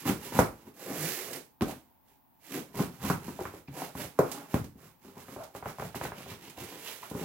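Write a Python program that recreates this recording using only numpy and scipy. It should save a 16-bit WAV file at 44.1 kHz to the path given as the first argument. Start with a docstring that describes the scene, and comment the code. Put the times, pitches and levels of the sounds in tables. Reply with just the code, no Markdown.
"""A knife slits the tape of a cardboard box on a wooden table, close to a phone in a small room, and the
box is shoved and spun about. Blade strokes and slides are dense tiny slips that hiss and shake the panels.
Knocks and tape pops are filtered rings of the box, ticks are bright noise bursts, squeaks are wavering
tones. A diffuse room tail and steady faint air surround it all."""
import sys
import numpy as np
from scipy import signal
from scipy.fft import rfft, irfft
from scipy.io import wavfile
from scipy.ndimage import uniform_filter1d

SR = 44100
rng = np.random.default_rng(int(sys.argv[2]) if len(sys.argv) > 2 else 0)


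def store_wav(level_fs):
    """Save 16-bit WAV to argv[1]."""
    pcm = np.round(np.clip(np.atleast_2d(level_fs), -1, 1) * 32767)
    wavfile.write(sys.argv[1], SR, pcm.T.astype(np.int16))


N = 319284
TIME = np.arange(N) / SR
RING = TIME[:SR // 2]  # time axis of one short sound, in seconds

# Spectrum of the room's steady air. Each row: frequency in Hz, relative level in dB.
AIR_COLOUR = [(18, -43), (30, -8.5), (185, -11.5), (267, -7), (415, -22), (581, -19.5), (905, -8),
              (1240, -23.5), (8250, -42), (15000, -20)]
# The room's decay. Each row: frequency in Hz, time to fall by 60 dB in seconds.
ROOM_DECAY = [(120, 0.33), (600, 0.27), (8000, 0.29)]
# The room's tail against the direct sound. Each row: frequency in Hz, level in dB.
ROOM_TAIL = [(120, -6), (500, -5.5), (1200, 0.5), (3500, -0.5)]
# Treble shading of the left port. Each row: frequency in Hz, gain in dB.
LEFT_SHADE = [(700, 0.5), (1300, -3), (2400, -2.5), (4400, -12), (8300, -31.5), (11500, -15.5)]
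# What the box rings with. Each row: nominal frequency in Hz, typical level in dB, 60 dB decay in seconds.
BOX_MODES = [(88, -25, .12), (145, 0.5, 0.04), (171, -4, 0.13), (202, -2.5, 0.067), (270.4, 4, 0.076),
             (373, -2.5, 0.13), (395, 1, .05), (411.6, 2, 0.11), (494, 0.5, 0.027), (544.6, 0, .05),
             (680.5, -3.5, .045), (790, -0.5, 0.053), (1002, 5.5, 0.02), (1110, -16.5, 0.0089),
             (1680, -3.5, 0.037)]
# Spectrum of rubbing cardboard and tape. Each row: frequency in Hz, relative level in dB.
HISS_COLOUR = [(500, -19.5), (1200, -6), (1900, 3.5), (3000, -9), (4500, -1), (7700, 3), (9000, -8),
               (11000, 6), (16000, -1)]
# The sliding box shudders or the blade squeaks.
# Each row: start in seconds, nominal pitch in Hz, length in seconds, relative level in dB.
SQUEAKS = [(0.97, 155, 0.12, -36), (3.674, 2470, 0.015, -50.5), (3.68, 135, .06, -41.5),
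           (4.573, 115, 0.072, -37), (5.36, 622.5, 0.11, -43), (6.857, 2930, .04, -41),
           (7.027, 990, 0.011, -39)]
# Sharp ticks of the blade tip, tape edge and box corners. Each row: start in seconds, energy in dB.
TICKS = [(0.388, -5.5), (1.331, -10), (1.36, -15), (1.62, -15), (2.082, -43), (4.316, -7), (4.642, -22),
         (5.436, -20.5), (5.952, -16), (6.498, -20.5), (6.637, -16.5), (7.099, -18)]
# The tape gives way under the blade or cracks as the box lands.
# Each row: start in seconds, energy of the snap in dB, pitch in Hz.
POPS = [(1.61, -14.5, 2400), (1.6205, -11.5, 2940), (3.391, -8.5, 594), (3.411, -8.5, 535),
        (3.454, -11, 890), (3.538, -16, 540), (4.543, -16, 2460), (5.048, -25.5, 447), (5.169, -19.5, 444),
        (5.284, -22, 810), (5.363, -13.5, 615), (5.550, -13.5, 670), (5.626, -14, 750), (5.658, -8, 794),
        (5.785, -15.5, 786), (5.798, -10.5, 790), (5.823, -10, 764), (5.946, -12, 940), (6.013, -7, 910),
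        (6.052, -8, 905), (6.12, -12.5, 890), (6.26, -18, 537), (6.581, -18, 514)]
# The box is set down or jolted by the blade. Each row: start in seconds, energy of the thump in dB,
# relative hardness of the contact in dB, hollow knock over the thump in dB.
KNOCKS = [(0.094, -3, -7, -13), (0.39, 9, 6.5, -2.5), (1.609, -1, -4.5, -23.5), (1.6205, 5.5, -4.5, -35),
          (2.794, -5.5, 5, -13), (2.802, 3.5, -11, -30), (3.100, 5, 3, -20), (3.281, -8.5, -2.5, -23),
          (3.683, -15.5, -5, -36), (3.952, -12, 3.5, -24.5), (4.189, 4.5, 3.5, 7), (4.542, 6.5, -3.5, -12),
          (4.644, -13, -16, -28), (4.755, -22, -24, -28), (7.113, -9.5, -4, -11.5),
          (7.149, -6.5, -4.5, -10)]
# The hand shifts the box on the table, or the blade is drawn back lightly; the first row is a stroke
# already dying away. Each row: fastest moment in seconds, nominal length in seconds,
# relative hiss level in dB, weight on the contact (rumble setting over hiss setting) in dB.
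SHOVES = [(0, 0.091, -49, -22), (0.257, 0.13, -47, -4), (0.591, 0.17, -66.5, 8.5), (0.68, 0.074, -63, 14),
          (1.697, 0.076, -47, 4.5), (2.107, 0.14, -72.5, -2.5), (2.478, 0.14, -56.5, -19),
          (3.807, .17, -46.5, 2), (4.011, .13, -44, 2), (4.318, 0.32, -53.5, 8.5), (4.549, 0.14, -51, -4),
          (6.723, 0.27, -53.5, 2.5), (6.887, 0.23, -47, -13.5), (7.047, 0.13, -53.5, -5),
          (7.215, 0.22, -50, 12)]
# The box is spun round on the table, as a curve. Each row: time in seconds, relative hiss level in dB,
# relative weight on the box in dB.
SPIN = [(0.74, -67, 12), (0.798, -52.5, -0.5), (0.918, -46, 14), (1.05, -37, -15), (1.146, -40, -21),
        (1.298, -48, 0), (1.366, -47.5, 4.5), (1.52, -113, 2)]
# Pushes of the blade along the tape.
# Each row: fastest moment in seconds, nominal length in seconds, relative hiss level in dB.
CUTS = [(0.086, 0.076, -36), (0.372, .12, -40), (2.554, .12, -43.5), (2.8, 0.13, -44.5),
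        (2.951, 0.11, -61.5), (3.075, .15, -42.5), (3.28, 0.18, -53), (3.427, 0.19, -54),
        (3.56, 0.097, -57.5), (4.841, 0.17, -62), (5.074, 0.15, -62), (5.2, 0.12, -57),
        (5.319, 0.15, -56.5), (5.41, .08, -59), (5.564, 0.055, -52.5), (5.685, .1, -52), (5.832, 0.15, -52),
        (5.963, 0.038, -47), (6.041, .1, -48), (6.201, 0.16, -55.5), (6.31, 0.098, -52.5),
        (6.457, 0.17, -57.5), (6.606, 0.11, -51)]
# Rasp of the blade's edge along the tape, as a curve. Each row: time in seconds, relative level in dB.
RASP = [(5.7, -5), (6.3, 4), (6.9, -3.5)]

AIR_DB = -64.0  # rms, ahead of the phone's filters
RUN_UP_SHARE = 0.48  # part of a stroke spent speeding up
DRAG_DB, DRAG_S = -17.5, 0.089  # light contact around a stroke, and how long it lingers
TAPE_HZ, TAPE_WIDTH_HZ, TAPE_DB = 2820, 180, -9  # the taut tape rings within the rasp
TOP_HZ = 15950  # the phone's upper limit


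def amp(db):
    """Decibels to gain."""
    return 10 ** (np.asarray(db) / 20)


def unit(x):
    """Scale to an energy of one."""
    return x / np.sqrt(np.sum(x ** 2) + 1e-18)


def at(hz, points):
    """Read (Hz, value) points on a log-frequency axis."""
    f, value = np.transpose(points)
    return np.interp(np.log(hz + 1e-9), np.log(f), value)


def colour(x, points):
    """Give a sound a smooth spectrum."""
    count = x.shape[-1]
    gain = amp(at(np.fft.rfftfreq(count, 1 / SR), points))
    return irfft(rfft(x) * gain, count)


def band(x, lo_hz, hi_hz, order=2):
    """Causal band-pass."""
    sos = signal.butter(order, [lo_hz, hi_hz], "band", fs=SR, output="sos")
    return signal.sosfilt(sos, x)


def fade(t60):
    """Exponential decay that falls by 60 dB in t60 seconds."""
    return np.exp(-np.log(1000) * RING / t60)


def burst(t60):
    """Noise that dies away, at an energy of one."""
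    return unit(rng.standard_normal(len(RING)) * fade(t60))


def add(track, s, sound):
    """Mix a sound in at a time in seconds."""
    i = max(int(s * SR), 0)
    track[i:i + len(sound)] += sound[:N - i]


def room_tone():
    """Faint steady air: coloured noise, partly shared by the two ports."""
    air = rng.standard_normal(N) + 3.1 * rng.standard_normal((2, N))
    return amp(AIR_DB) * np.sqrt(2 * N) * unit(colour(air, AIR_COLOUR))


def room(x, alike_hz):
    """Direct sound plus a diffuse tail: each band's energy is stored and dies away; bass is alike in both ports."""
    edges = np.geomspace(45, 18000, 13)
    noise = rng.standard_normal((2, N))
    out = np.array([np.roll(x, shift=3), x])  # the left port hears it three samples later
    for lo, hi in zip(edges, edges[1:]):
        centre = np.sqrt(lo * hi)
        keep = np.exp(-2 * np.log(1000) / (at(centre, ROOM_DECAY) * SR))
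        energy = band(x + 1e-18, lo, hi, order=3) ** 2
        stored = signal.lfilter([1 - keep], [1, -keep], energy)
        shifted = np.roll(noise, rng.integers(N), axis=1)
        mid, side = np.sqrt(2 * N) * unit(band(shifted, lo, hi, order=3))
        alike = np.clip(0.92 / (1 + (centre / alike_hz) ** 2), 0, 1)
        opposed = np.array([[1], [-1]]) * np.sqrt((1 - alike) / 2) * side
        echoes = np.sqrt((1 + alike) / 2) * mid + opposed
        out += amp(at(centre, ROOM_TAIL)) * np.sqrt(stored) * echoes
    return out


def box_ring(scatter_db, dent_db):
    """The box struck at a random spot: the board gives with one dead push, then its panels ring."""
    hz, db, t60 = np.transpose(BOX_MODES)[:, :, None]
    size, detune, side = rng.standard_normal((3, len(BOX_MODES), 1))
    t = RING[:SR // 8]
    level = np.sign(side + 0.48) * amp(db + scatter_db * size)
    decay = np.exp(-np.log(1000) * t / t60)
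    modes = level * decay * np.sin(2 * np.pi * hz * (1 + 0.032 * detune) * t)
    ring = np.pad(modes.sum(axis=0), (0, len(RING) - len(t)))
    dent = band(signal.unit_impulse(len(RING)), 110, 2500, order=1)
    return unit(ring) + amp(dent_db) * unit(dent)


def squeaks():
    """For a moment the slips fall into step and make a rough tone: a wavering sine and its octave."""
    out = np.zeros(N)
    for s, hz, length, db in SQUEAKS:
        t = RING[RING < length]
        waver = uniform_filter1d(rng.standard_normal(len(t)), size=60)
        phase = 2 * np.pi * np.cumsum(hz * (1 + 0.84 * waver)) / SR
        tone = np.sin(phase) + amp(-9) * np.sin(2 * phase)
        add(out, s, amp(db + 0.5) * np.sin(np.pi * t / length) * tone)
    return out


def ticks():
    """Short bright scuffs of noise that leave the box still."""
    out = np.zeros(N)
    for s, db in TICKS:
        add(out, s, amp(db) * unit(band(burst(0.061), 1800, 16200, order=1)))
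    return out


def pops():
    """The tape snaps: a few dead cycles at the spot, and the box answers with a soft thud."""
    out = np.zeros(N)
    for s, db, hz in POPS:
        ring = box_ring(scatter_db=-1.0, dent_db=-3.0)
        snap = unit(band(ring, 0.64 * hz, 1.82 * hz))
        thud = amp(-8) * unit(band(ring, 47, 138))
        add(out, s, amp(db) * (snap + thud))
    return out


def knocks():
    """A knock thumps the panels and sounds the hollow; harder contact adds clacking flaps and edge crunch."""
    out = np.zeros(N)
    for s, db, hard_db, hollow_db in KNOCKS:
        ring = box_ring(scatter_db=2.5, dent_db=-3)
        thump = unit(band(ring, 60, 292, order=3))
        hollow = amp(hollow_db) * unit(band(ring, 400, 667, order=3))
        clack = amp(-8.0) * unit(band(ring, 700, 1300))
        crunch = amp(-16) * unit(colour(rng.standard_normal(len(RING)), HISS_COLOUR) * fade(0.07))
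        # neighbouring parts swing against each other, hence the minus
        add(out, s, amp(db) * (thump - hollow + amp(hard_db) * (clack + crunch)))
    return out


def slips(count, per_s, spread_db):
    """Random tiny slips of either sign, a few much larger than the rest; rms one."""
    size = amp(spread_db * np.minimum(rng.exponential(size=count), 4))
    sign = rng.choice([-1, 1], count)
    happens = rng.random(count) < per_s / SR
    return np.sqrt(count) * unit(size * sign * happens)


def stroke(s, length):
    """A stroke speeds up, slows down and drags on lightly: its start time and its speed, one at the fastest."""
    start = max(s - length, 0)
    t = start + RING - s
    reach = length * np.where(t < 0, RUN_UP_SHARE, 1 - RUN_UP_SHARE)
    push = np.exp(-1.8 * np.abs(t / reach) ** 2.07)
    drag = amp(DRAG_DB) * np.exp(-np.abs(t) / DRAG_S)
    return start, np.maximum(push, drag)


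def rub(speed, hiss_db, scrape_db, rumble_db, rasp_db, low_hz, grit_db):
    """Fine slips hiss and rasp at the contact; the coarser ones shake flaps and panels."""
    count = len(speed)
    # the corrugation makes the contact uneven
    bumps = np.sqrt(count) * unit(band(rng.standard_normal(count), 23, 83, order=1))
    speed = speed * amp(1.56 * bumps)
    fine = slips(count, per_s=7500, spread_db=grit_db)
    tape = unit(band(fine, TAPE_HZ - TAPE_WIDTH_HZ / 2, TAPE_HZ + TAPE_WIDTH_HZ / 2, order=1))
    edge = unit(band(fine, 2000, 3800, order=1))
    rasp = amp(rasp_db - 6) * (edge + amp(TAPE_DB) * tape)
    hiss = np.sqrt(count) * (unit(colour(fine, HISS_COLOUR)) + rasp) * speed
    # a lighter stroke catches less often and so crackles more
    catches_per_s = 1100 * amp(0.26 * (np.max(hiss_db) + 45))
    coarse = slips(count, per_s=catches_per_s, spread_db=3.5) * speed
    ring = box_ring(scatter_db=3.5, dent_db=-0.5)
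    flaps = signal.fftconvolve(amp(scrape_db) * coarse, unit(band(ring, 250, 1100)))
    panels = signal.fftconvolve(amp(rumble_db) * coarse, unit(band(ring, low_hz, 352)))
    return amp(hiss_db + 3.5) * hiss + (flaps + panels)[:count]


def sliding():
    """Short shoves or light draws of the blade, and one long spin; more weight shakes panels and flaps more."""
    out = np.zeros(N)
    for s, length, db, weight_db in SHOVES:
        start, speed = stroke(s, length)
        rasp_db = np.interp(s, *np.transpose(RASP))
        add(out, start, rub(speed, db, scrape_db=db + 2.5 + 0.47 * weight_db, rumble_db=db + weight_db,
                            rasp_db=rasp_db, low_hz=100, grit_db=2.0))
    s, db, weight_db = np.transpose(SPIN)
    t = TIME[(TIME >= s[0]) & (TIME < s[-1])]
    db, weight_db = np.interp(t, s, db), np.interp(t, s, weight_db)
    add(out, s[0], rub(np.ones(len(t)), db, scrape_db=db + 1.3 + 0.4 * weight_db,
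                       rumble_db=db + weight_db - 8.5, rasp_db=-9.5, low_hz=150, grit_db=0.5))
    return out


def cutting():
    """The blade is pushed along the tape; a harder push lifts the panels' rumble more than the flaps' scrape."""
    out = np.zeros(N)
    for s, length, db in CUTS:
        start, speed = stroke(s, length)
        rasp_db = np.interp(s, *np.transpose(RASP))
        add(out, start, rub(speed, db, scrape_db=db + 5, rumble_db=-42.5 + 1.13 * (db + 50),
                            rasp_db=rasp_db, low_hz=85, grit_db=5))
    return out


def scene():
    """All handling sounds in the room, brighter at the right port, over the room's air."""
    handling = squeaks() + ticks() + pops() + knocks() + sliding() + cutting()
    left, right = room(handling, alike_hz=620)
    return np.array([colour(left, LEFT_SHADE), right]) + room_tone()


def record(dry):
    """The phone thins the deep bass and cuts the top."""
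    thin = signal.sosfilt(signal.butter(2, 42, "high", fs=SR, output="sos"), dry)
    return signal.sosfilt(signal.ellip(10, 0.2, 80, TOP_HZ, fs=SR, output="sos"), thin)


dry = scene()
out = record(dry)
store_wav(out)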